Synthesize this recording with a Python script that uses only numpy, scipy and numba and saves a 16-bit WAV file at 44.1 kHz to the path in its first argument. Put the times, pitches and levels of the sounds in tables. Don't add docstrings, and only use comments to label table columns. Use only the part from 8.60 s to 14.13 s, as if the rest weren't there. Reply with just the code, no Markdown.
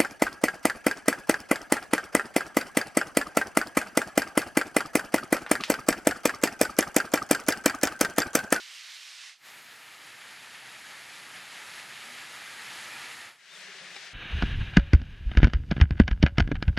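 import sys
import numpy as np
from scipy import signal
from scipy.fft import rfft, irfft, next_fast_len
from scipy.io import wavfile
from scipy.ndimage import uniform_filter1d
from numba import njit

SR = 44100
rng = np.random.default_rng(int(sys.argv[2]) if len(sys.argv) > 2 else 0)


def dump(signal):
    limited = np.clip(np.atleast_2d(signal).T, -1, 1)
    pcm = np.round(limited * 32767).astype(np.int16)
    wavfile.write(sys.argv[1], SR, pcm)


def decibels_to_gain(level_db):
    exponent = np.asarray(level_db, float) / 20
    return 10 ** exponent


N = 244049

# (start [s], end [s])
SPOT_TIMES = [
    (0, .79),
    (.79, 4.8),
    (4.8, 5.53),
]
# (fully in at [s], rise [dB/s], starts out at [s], fall [dB/s])
SPOT_FADES = [
    (0, 0, .7, 220),
    (.86, 207, 4.69, 141),
    (4.98, 75, 5.53, 0),
]
# (time [s], level [dB])
RUSH_FLOW = [
    [(0, -45), (.075, -48), (.13, -46), (.62, -47), (.7, -46.5)],
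    [(.86, -50), (1.25, -49.5), (1.31, -49), (1.62, -48), (1.8, -47.5), (1.88, -47), (2.02, -48),
     (2.07, -46.5), (2.2, -46.5), (2.6, -46), (2.9, -45.5), (2.97, -44.5), (3.2, -43.5), (3.29, -45.5),
     (3.4, -44), (3.95, -44), (4.05, -42.5), (4.45, -42), (4.55, -44), (4.62, -44), (4.65, -45.5),
     (4.7, -48.5)],
    [(5.0, -46.5), (5.24, -45), (5.29, -45.5), (5.33, -44.5), (5.44, -46), (5.47, -44), (5.53, -48.5)],
]
# (frequency [Hz], level [dB per Hz])
BANK_COLOUR = [(24, -97), (40, -74), (76, -56), (150, -43.5), (320, -38.5), (687, -24), (1160, -15.5),
               (1590, -10), (2020, -6.5), (2880, -6), (4300, -7), (5910, -10.5), (8000, -17),
               (10500, -22.5), (12100, -32)]
FALL_COLOUR = [(24, -70), (40, -69), (78, -18.5), (132, -13.5), (492, -14.5), (894, -6.5), (1060, -10),
               (1280, -3.5), (1510, -5), (1750, -0.5), (2200, -2.5), (3300, -7), (4650, -9.5), (6000, -15),
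               (6600, -12.5), (9150, -18), (10300, -14.5), (11200, -16), (12100, -22.5), (15700, -51),
               (22000, -120)]
PATH_COLOUR = [(30, -75.5), (100, -29), (178, -10), (260, -25), (408, -11.5), (481, -19.5), (542, -12),
               (934, -14), (1240, -9), (1500, -5.5), (1770, -2), (2300, -3.5), (5650, -11), (8860, -19),
               (12100, -27)]
# (frequency [Hz], level [dB per Hz])
BANK_MIST_COLOUR = [(12200, -2), (13500, -11), (14400, -17), (15000, -26)]
FALL_MIST_COLOUR = [(12200, -1), (13500, -8), (14500, -13), (15700, -22)]
PATH_MIST_COLOUR = [(12200, 0), (13000, -1), (14000, -7), (14300, -40)]
# (frequency [Hz], correlation [-1..1])
BANK_LIKENESS = [(60, 0.85), (130, 0.99), (290, 0.99), (640, 1), (1410, 0.99), (3100, 1), (6820, 0.93),
                 (15000, 0.73)]
FALL_LIKENESS = [(60, 1), (15000, 1)]
PATH_LIKENESS = [(60, .96), (160, .995), (380, .75), (800, .95), (1700, .99), (2400, .95), (3300, .72),
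                 (5000, .75), (6820, .6), (10500, .1), (12000, -.2), (13500, -.4)]
# (frequency [Hz], difference [dB])
BANK_BALANCE = [(60, -3), (110, -4), (200, 0.0), (380, -1), (700, -2), (1290, -3), (2380, -3), (4400, -2),
                (8120, -3), (15000, -0.5)]
FALL_BALANCE = [(60, 0), (15000, 0)]
PATH_BALANCE = [(60, 0.5), (110, 0.5), (200, 0), (380, 0.5), (700, 3.0), (1290, 3.5), (2380, 4),
                (4400, 4.5), (8120, 0.5), (15000, -4)]
# (first level [dB], last level [dB], from [s], to [s])
MIST_DRIFT = [
    (-23, -33.5, .4, 0.83),
    (-14.5, -27, 0.95, 1.9),
    (-23, -28, 4.9, 5.05),
]
# (bass change [dB], treble change [dB], from [s], to [s])
TONE_DRIFT = [
    (-2.5, -0.5, 0.24, .6),
    (1.5, -4.5, 1, 1),
    (2, -9.5, 5, 5.06),
]
DEEP_BASS_FOLLOW = [4.0, .9, .9]
# (start [s], pitch [Hz], level [dB], t60 [s])
AIR_GULPS = [
    (2.74, 188.3, -57, 0.58),
    (3.46, 242, -54.5, 0.41),
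    (4.051, 128, -56, .4),
]
# (time [s], peak level [dB], pitch [Hz])
GOUTS = [(0.937, -40, 2340), (1.1064, -40, 1820), (1.2885, -40, 2150), (1.41, -44, 1780),
         (1.5145, -38, 2150), (1.54, -41, 1730), (1.5992, -41, 1600), (1.6498, -38, 1800),
         (1.7075, -41, 1670), (1.7479, -40, 2070), (1.849, -37, 1870), (1.9394, -40, 2260),
         (2.0444, -38, 1640), (2.071, -36, 1710), (2.235, -36, 1640), (2.3411, -35, 1790),
         (2.6504, -40, 2620), (2.749, -38, 1780), (2.769, -40, 1620), (2.799, -38, 2660),
         (2.9532, -37, 1750), (2.9994, -40, 2300), (3.7354, -37, 1830), (3.8734, -35, 1740),
         (3.922, -37, 1700), (3.9845, -37, 1740), (4.0165, -43, 2290), (4.0594, -30, 2410),
         (4.3094, -37.5, 2110), (4.3864, -39, 1580), (4.4294, -33, 2020), (4.4544, -36, 2450),
         (4.5682, -33, 1780), (4.6024, -32.5, 1870), (4.6694, -39, 1820), (4.6944, -44, 1950)]
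# (end [s], length as a negative [s], last pitch [Hz], first pitch [Hz], level [dB])
WHISTLING_JET = (4.435, -0.2, 2520, 2331, -53)
# (start [s], length [s], first pitch [Hz], highest pitch [Hz], last pitch [Hz])
BIRD_CALLS = [
    (4.888, .086, 3380, 3660, 3050),
    (5.454, 0.044, 4350, 4750, 4800),
]
# (time [s], blow [dB], brightness [dB])
STONE_BLOWS = [
    (5.028, -54, 0),
    (5.075, -52, 3),
    (5.346, -48, 3),
    (5.3585, -44, -1),
    (5.3605, -42, -1),
    (5.3638, -44, 3),
    (5.3646, -43, 3),
    (5.3655, -42, 2),
]
# (pitch [Hz], level [dB], t60 [s])
STONE_MODES = [(370, -9, .04), (545, -10, .04), (820, -9, .03), (1250, -10, .02), (1650, -16, .015),
               (2050, 1, .03), (2350, 3, .022), (3200, -3, .011), (3900, 6, .022), (4950, 2, .018),
               (6500, -8, .008)]
# (time [s], pitch [Hz], level [dB], t60 [s])
SOLE_THUDS = [(4.975, 191, -46, .4), (5.075, 188, -45, 0.22), (5.16, 180, -45, .2), (5.215, 190, -40, 0.16),
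              (5.301, 174, -45, 0.22), (5.022, 645, -59, .12), (5.072, 814, -56, .1),
              (5.082, 410, -48, .12), (5.105, 356, -55, .1), (5.144, 395, -48, 0.088),
              (5.204, 420, -51, 0.11), (5.212, 550, -50.5, 0.16), (5.222, 400, -55, .1),
              (5.265, 1264, -47, .1), (5.272, 800, -58, 0.11), (5.356, 820, -45, .09),
              (5.357, 385, -46, .1), (5.358, 560, -51, .07)]
# (time [s], low edge [Hz], high edge [Hz], level [dB])
SIDE_FLASHES = [
    (1.895, 6300, 8300, -63),
    (2.5, 4700, 5700, -61),
    (2.825, 9600, 11100, -63),
    (3.5, 11000, 12400, -67),
    (4.245, 6300, 7600, -58),
]
# (time [s], frequency [Hz])
CENTRE_CEILING = [(4.66, 15700), (4.72, 15100), (4.76, 14300), (4.8, 13500), (4.825, 12400), (4.86, 13000),
                  (4.95, 12800), (4.99, 12500), (5.08, 13100), (5.12, 12400), (5.2, 11800), (5.255, 11600),
                  (5.275, 13100), (5.36, 13300), (5.4, 14000), (5.45, 13000), (5.49, 12400), (5.53, 12800)]

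MIST_EDGE_HZ = 12170


def on_log(table, hz):
    f, v = np.transpose(table)
    return np.interp(np.log(hz + 1), np.log(f), v)


def unit(x):
    return x / np.sqrt(np.mean(x ** 2))


def walk(rate, size):
    hold = int(SR / rate)
    w = np.repeat(rng.standard_normal(size // hold + 1), hold)
    w = uniform_filter1d(uniform_filter1d(w, hold), hold)[:size]
    return unit(w - uniform_filter1d(w, size=4 * hold))


@njit
def rings(size, at, step, decay, glide, gain):
    y = np.zeros(size)
    for k in range(len(at)):
        i, a, phase, w = at[k], 1., 0., step[k]
        while a > .004 and i < size:
            y[i] += gain[k] * a * np.sin(phase)
            i, a, phase, w = i + 1, a * decay[k], phase + w, w * glide[k]
    return y


def fade(t, spot):
    full, rise, leave, fall = SPOT_FADES[spot]
    return -rise * np.clip(full - t, 0, 1) - fall * np.clip(t - leave, 0, 1)


def pump():
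    hum_hz, hum_db, strain_db, eases_s = 140.8, -78.5, 2, 2.4
    t, start = np.arange(N) / SR, SPOT_FADES[1][0]
    climb = (2 * t - start - eases_s) / (eases_s - start)
    strain = np.where(t < eases_s, climb, np.clip(1 - (t - eases_s) / 0.77, 0, 1))
    level_db = hum_db + strain_db * strain + 2 * fade(t, spot=1) + 2.5 * walk(12.0, N)
    phase = 2 * np.pi * np.cumsum(hum_hz * (1 + 0.022 * walk(8.0, N))) / SR
    return np.sqrt(2) * decibels_to_gain(level_db) * np.sin(phase)


def bird():
    t, out = np.arange(N) / SR, 0
    peak = .56
    for (s, length, first_hz, top_hz, last_hz), db in zip(BIRD_CALLS, (-58, -63)):
        u = np.clip((t - s) / length, 0, 1)
        below_rising = (top_hz - first_hz) * (1 - u / peak) ** 2
        below_falling = (top_hz - last_hz) * (np.clip(u - peak, 0, 1) / (1 - peak)) ** 2.5
        hz = top_hz - np.where(u < peak, below_rising, below_falling)
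        phase = 2 * np.pi * np.cumsum(hz * (1 + .006 * walk(150.0, N))) / SR
        swell = np.sin(np.pi * u).clip(0) ** 0.35 * (1 + .5 * u)
        out = out + np.sqrt(2) * decibels_to_gain(db + 2.2 * walk(90.0, N)) * swell * np.cos(phase)
    return out * decibels_to_gain(np.array([[3.0], [-3.0]]))


def stone_knocks():
    grit_db, grit_s = -6, .005
    hz, db, t60 = np.transpose(STONE_MODES)
    s, blow_db, bright_db = np.transpose(STONE_BLOWS)[:, :, None]
    chance = rng.standard_normal((len(STONE_BLOWS), 2, len(STONE_MODES)))
    bright = bright_db * on_log([(400, 0), (2000, 1)], hz)
    gain = decibels_to_gain(blow_db + db + bright + 1.5 * chance[:, 0])
    step = 2 * np.pi * hz * (1 + .025 * chance[:, 1]) / SR
    at = (s * SR + 0 * hz).astype(np.int64)
    decay = np.exp(-np.log(1000) / (t60 * SR)) + 0 * s
    ringing = rings(N, at.ravel(), step.ravel(), decay.ravel(), np.ones(at.size), gain.ravel())
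    blows = np.bincount(at[:, 0], decibels_to_gain(blow_db + bright_db + grit_db)[:, 0], N)
    grit = signal.lfilter([1], [1, -np.exp(-1 / (grit_s * SR))], blows) * rng.standard_normal(N)
    return ringing + grit


def sole_thuds():
    t, out = np.arange(N) / SR, np.zeros(N)
    for s, hz, db, t60 in SOLE_THUDS:
        age = np.clip(t - s, 0, None)
        swell = 2 * decibels_to_gain(db - 60 * age / t60) * (1 - np.exp(-age / 0.0051))
        out += swell * np.sin(2 * np.pi * hz * age * (1 - .5 * age))
    return out


def footstep():
    contact = signal.butter(3, [320, 7500], "bandpass", fs=SR, output="sos")
    y = signal.sosfilt(contact, stone_knocks() + sole_thuds())
    return np.array([y, np.roll(y, 2)]) * decibels_to_gain(np.array([[2.0], [-2.0]])) / 2


def gulps():
    t, out = np.arange(N) / SR, np.zeros(N)
    for s, hz, db, t60 in AIR_GULPS:
        age = np.clip(t - s, 0, None)
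        swell = decibels_to_gain(db - 60 * age / t60) * (1 - np.exp(-age / 0.019))
        out += swell * np.sin(2 * np.pi * hz * age * (1 + 0.16 * age))
    return out


def splashes(count=7):
    level_db, rush_s, cycles, pitch_spread = -8, .015, 9.0, .12
    s, db, hz = np.transpose(GOUTS)[:, :, None]
    u = rng.random((len(GOUTS), 3, count))
    hz = hz * (1 + pitch_spread * (2 * u[:, 0] - 1))
    life = cycles * SR / hz
    at = ((s - rush_s * np.log(1 - .9 * u[:, 1])) * SR).astype(np.int64)
    gain = decibels_to_gain(db + level_db - 7.1 * u[:, 2])
    step, decay, glide = 2 * np.pi * hz / SR, np.exp(-1 / life), 1.05 ** (.5 / life)
    out = rings(N, at.ravel(), step.ravel(), decay.ravel(), glide.ravel(), gain.ravel())
    return signal.sosfilt(signal.butter(2, 900, "highpass", fs=SR, output="sos"), out)


def jet():
    s, length, first_hz, last_hz, db = WHISTLING_JET
    u = np.clip((np.arange(N) / SR - s) / length, 0, 1)
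    hz = (first_hz + (last_hz - first_hz) * u) * (1 + 0.012 * walk(120.0, N))
    swell = np.sqrt(2 * np.sin(np.pi * u).clip(0))
    return decibels_to_gain(db + 3 * walk(80.0, N)) * swell * np.sin(2 * np.pi * np.cumsum(hz) / SR)


def churn(size, rate=5000, cycles=5.0, rise=.2, spread_db=1.8, bubble_db=-8.0):
    when, pitch, strength = rng.random((int(rate * size / SR), 3)).T
    hz = 200 * (14000 / 200) ** pitch
    life = cycles * SR / hz
    gain = hz * decibels_to_gain(-spread_db * np.log(1 - .995 * strength))
    at, step = (when * size).astype(np.int64), 2 * np.pi * hz / SR
    bubbles = rings(size, at, step, np.exp(-2 / life), (1 + rise) ** (.5 / life), gain)
    return decibels_to_gain(bubble_db) * unit(bubbles) + rng.standard_normal(size)


def wide_churn(size, fft_size, hz, alike, lean, lead_us):
    c = np.clip(on_log(alike, hz), -1, 1)
    mid = rfft(churn(size), fft_size) * np.sqrt((1 + c) / 2)
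    side = rfft(churn(size), fft_size) * np.sqrt((1 - c) / 2)
    tilt = decibels_to_gain(on_log(lean, hz) / 2) * np.exp(1j * np.pi * hz * lead_us * 1e-6)
    return np.array([(mid + side) * tilt, (mid - side) / tilt])


def cascade(spot, colour, mist, alike, lean, lead_us, swell_db, patch_db, flicker_db):
    start, end = SPOT_TIMES[spot]
    i0, i1 = max(int((start - .1) * SR), 0), min(int((end + .1) * SR), N)
    size = i1 - i0
    fft_size = next_fast_len(size)
    t, hz = np.arange(i0, i1) / SR, np.fft.rfftfreq(fft_size, 1 / SR)
    first_db, last_db, *mist_times = MIST_DRIFT[spot]
    rush_db = np.interp(t, *np.transpose(RUSH_FLOW[spot])) + fade(t, spot)
    mist_db = rush_db + np.interp(t, mist_times, (first_db, last_db))

    pair = wide_churn(size, fft_size, hz, alike, lean, lead_us)
    body = pair * decibels_to_gain(on_log(colour, hz)) * (hz < MIST_EDGE_HZ)
    core = (hz > 1000) & (hz < 6000)
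    body /= irfft(body.mean(axis=0) * core, fft_size)[:size].std()
    top = irfft(pair * decibels_to_gain(on_log(mist, hz)) * (hz >= MIST_EDGE_HZ), fft_size)[:, :size]
    swell = swell_db * walk(22.0, size)
    out = top / top.std() * decibels_to_gain(mist_db + swell + flicker_db * walk(14.0, size))

    bass_db, treble_db, *drift_times = TONE_DRIFT[spot]
    drift = np.interp(t, drift_times, (-.5, .5))
    low_db = bass_db * drift + 0.6 * walk(6.9, size)
    high_db = treble_db * drift + 0.069 * fade(t, spot)
    centres = np.geomspace(40, MIST_EDGE_HZ, num=17)
    patches = [walk(18.0, size) for _ in range(5)]
    for k, centre in enumerate(centres):
        share = on_log(np.transpose([centres, np.arange(17) == k]), hz)
        plunge = on_log([(90, DEEP_BASS_FOLLOW[spot]), (400, 0.66), (1200, 0.013)], centre)
        spray = on_log([(4500, 0.14), (8000, 0.41)], centre)
        j, part = divmod(k / 4, 1)
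        patch = (1 - part) * patches[int(j)] + part * patches[min(int(j) + 1, 4)]
        db = rush_db + plunge * low_db + spray * high_db + swell
        db = db + patch_db * patch + flicker_db * walk(14.0, size)
        out += irfft(body * share, fft_size)[:, :size] * decibels_to_gain(db)

    fade_db = -250 * (np.clip(start - .01 - t, 0, 1) + np.clip(t - .01 - end, 0, 1))
    full = np.zeros((2, N))
    full[:, i0:i1] = out * decibels_to_gain(fade_db)
    return full


def scene():
    bank = cascade(0, BANK_COLOUR, BANK_MIST_COLOUR, BANK_LIKENESS, BANK_BALANCE,
                   lead_us=0, swell_db=.4, patch_db=.4, flicker_db=.5)
    fall = cascade(1, FALL_COLOUR, FALL_MIST_COLOUR, FALL_LIKENESS, FALL_BALANCE,
                   lead_us=0, swell_db=.35, patch_db=.35, flicker_db=.45)
    path = cascade(2, PATH_COLOUR, PATH_MIST_COLOUR, PATH_LIKENESS, PATH_BALANCE,
                   lead_us=8.0, swell_db=.4, patch_db=.5, flicker_db=.6)
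    return pump() + bird() + footstep() + gulps() + splashes() + jet() + bank + fall + path


def lost_treble(mid, holes=.45, holes_hz=11000, band_hz=350):
    bank_ceiling_hz, ragged_hz = 14500, 350
    holes_s = 5.0
    top_hz, flickers_s, top_lost = 15150, 1.45, .7
    hz, t, z = signal.stft(mid, SR, nperseg=2048, noverlap=1024)
    at_bank, early = t < SPOT_TIMES[0][1], t < CENTRE_CEILING[0][0]
    ceiling = np.where(early, SR, np.interp(t, *np.transpose(CENTRE_CEILING)))
    ceiling = np.where(at_bank, bank_ceiling_hz, ceiling)
    ceiling = band_hz * np.round((ceiling + ragged_hz * rng.standard_normal(len(t)) * at_bank) / band_hz)
    gone = (rng.random(len(t)) < top_lost) & early & (t > flickers_s)
    ceiling = np.where(gone, np.minimum(ceiling, top_hz), ceiling)
    band = (hz // band_hz).astype(int)
    empty = rng.random((band.max() + 1, len(t)))[band] < holes
    hz = hz[:, None]
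    late_holes = empty & (hz > holes_hz) & (t > holes_s)
    top_holes = empty & (hz > top_hz - 2 * band_hz) & gone
    lost = (hz > ceiling) | late_holes | top_holes
    return signal.istft(z * lost, SR, nperseg=2048, noverlap=1024)[1][:N]


def side_flashes():
    t, apart = np.arange(N) / SR, 0
    for s, low_hz, high_hz, db in SIDE_FLASHES:
        sos = signal.cheby1(8, 1, [low_hz, high_hz], "bandpass", fs=SR, output="sos")
        band = signal.sosfilt(sos, rng.standard_normal(N))
        window = np.cos(np.pi / 2 * np.clip((t - s) / 0.019, -1, 1)) ** 2
        apart = apart + decibels_to_gain(db) * unit(band) * window
    return apart * np.array([[1], [-1]])


def top_cut(x):
    return signal.sosfilt(signal.butter(12, 15720, fs=SR, output="sos"), x)


def record(dry):
    mix = dry - lost_treble(dry.mean(axis=0)) + side_flashes()
    return top_cut(mix)


dry = scene()
out = record(dry)
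dump(out)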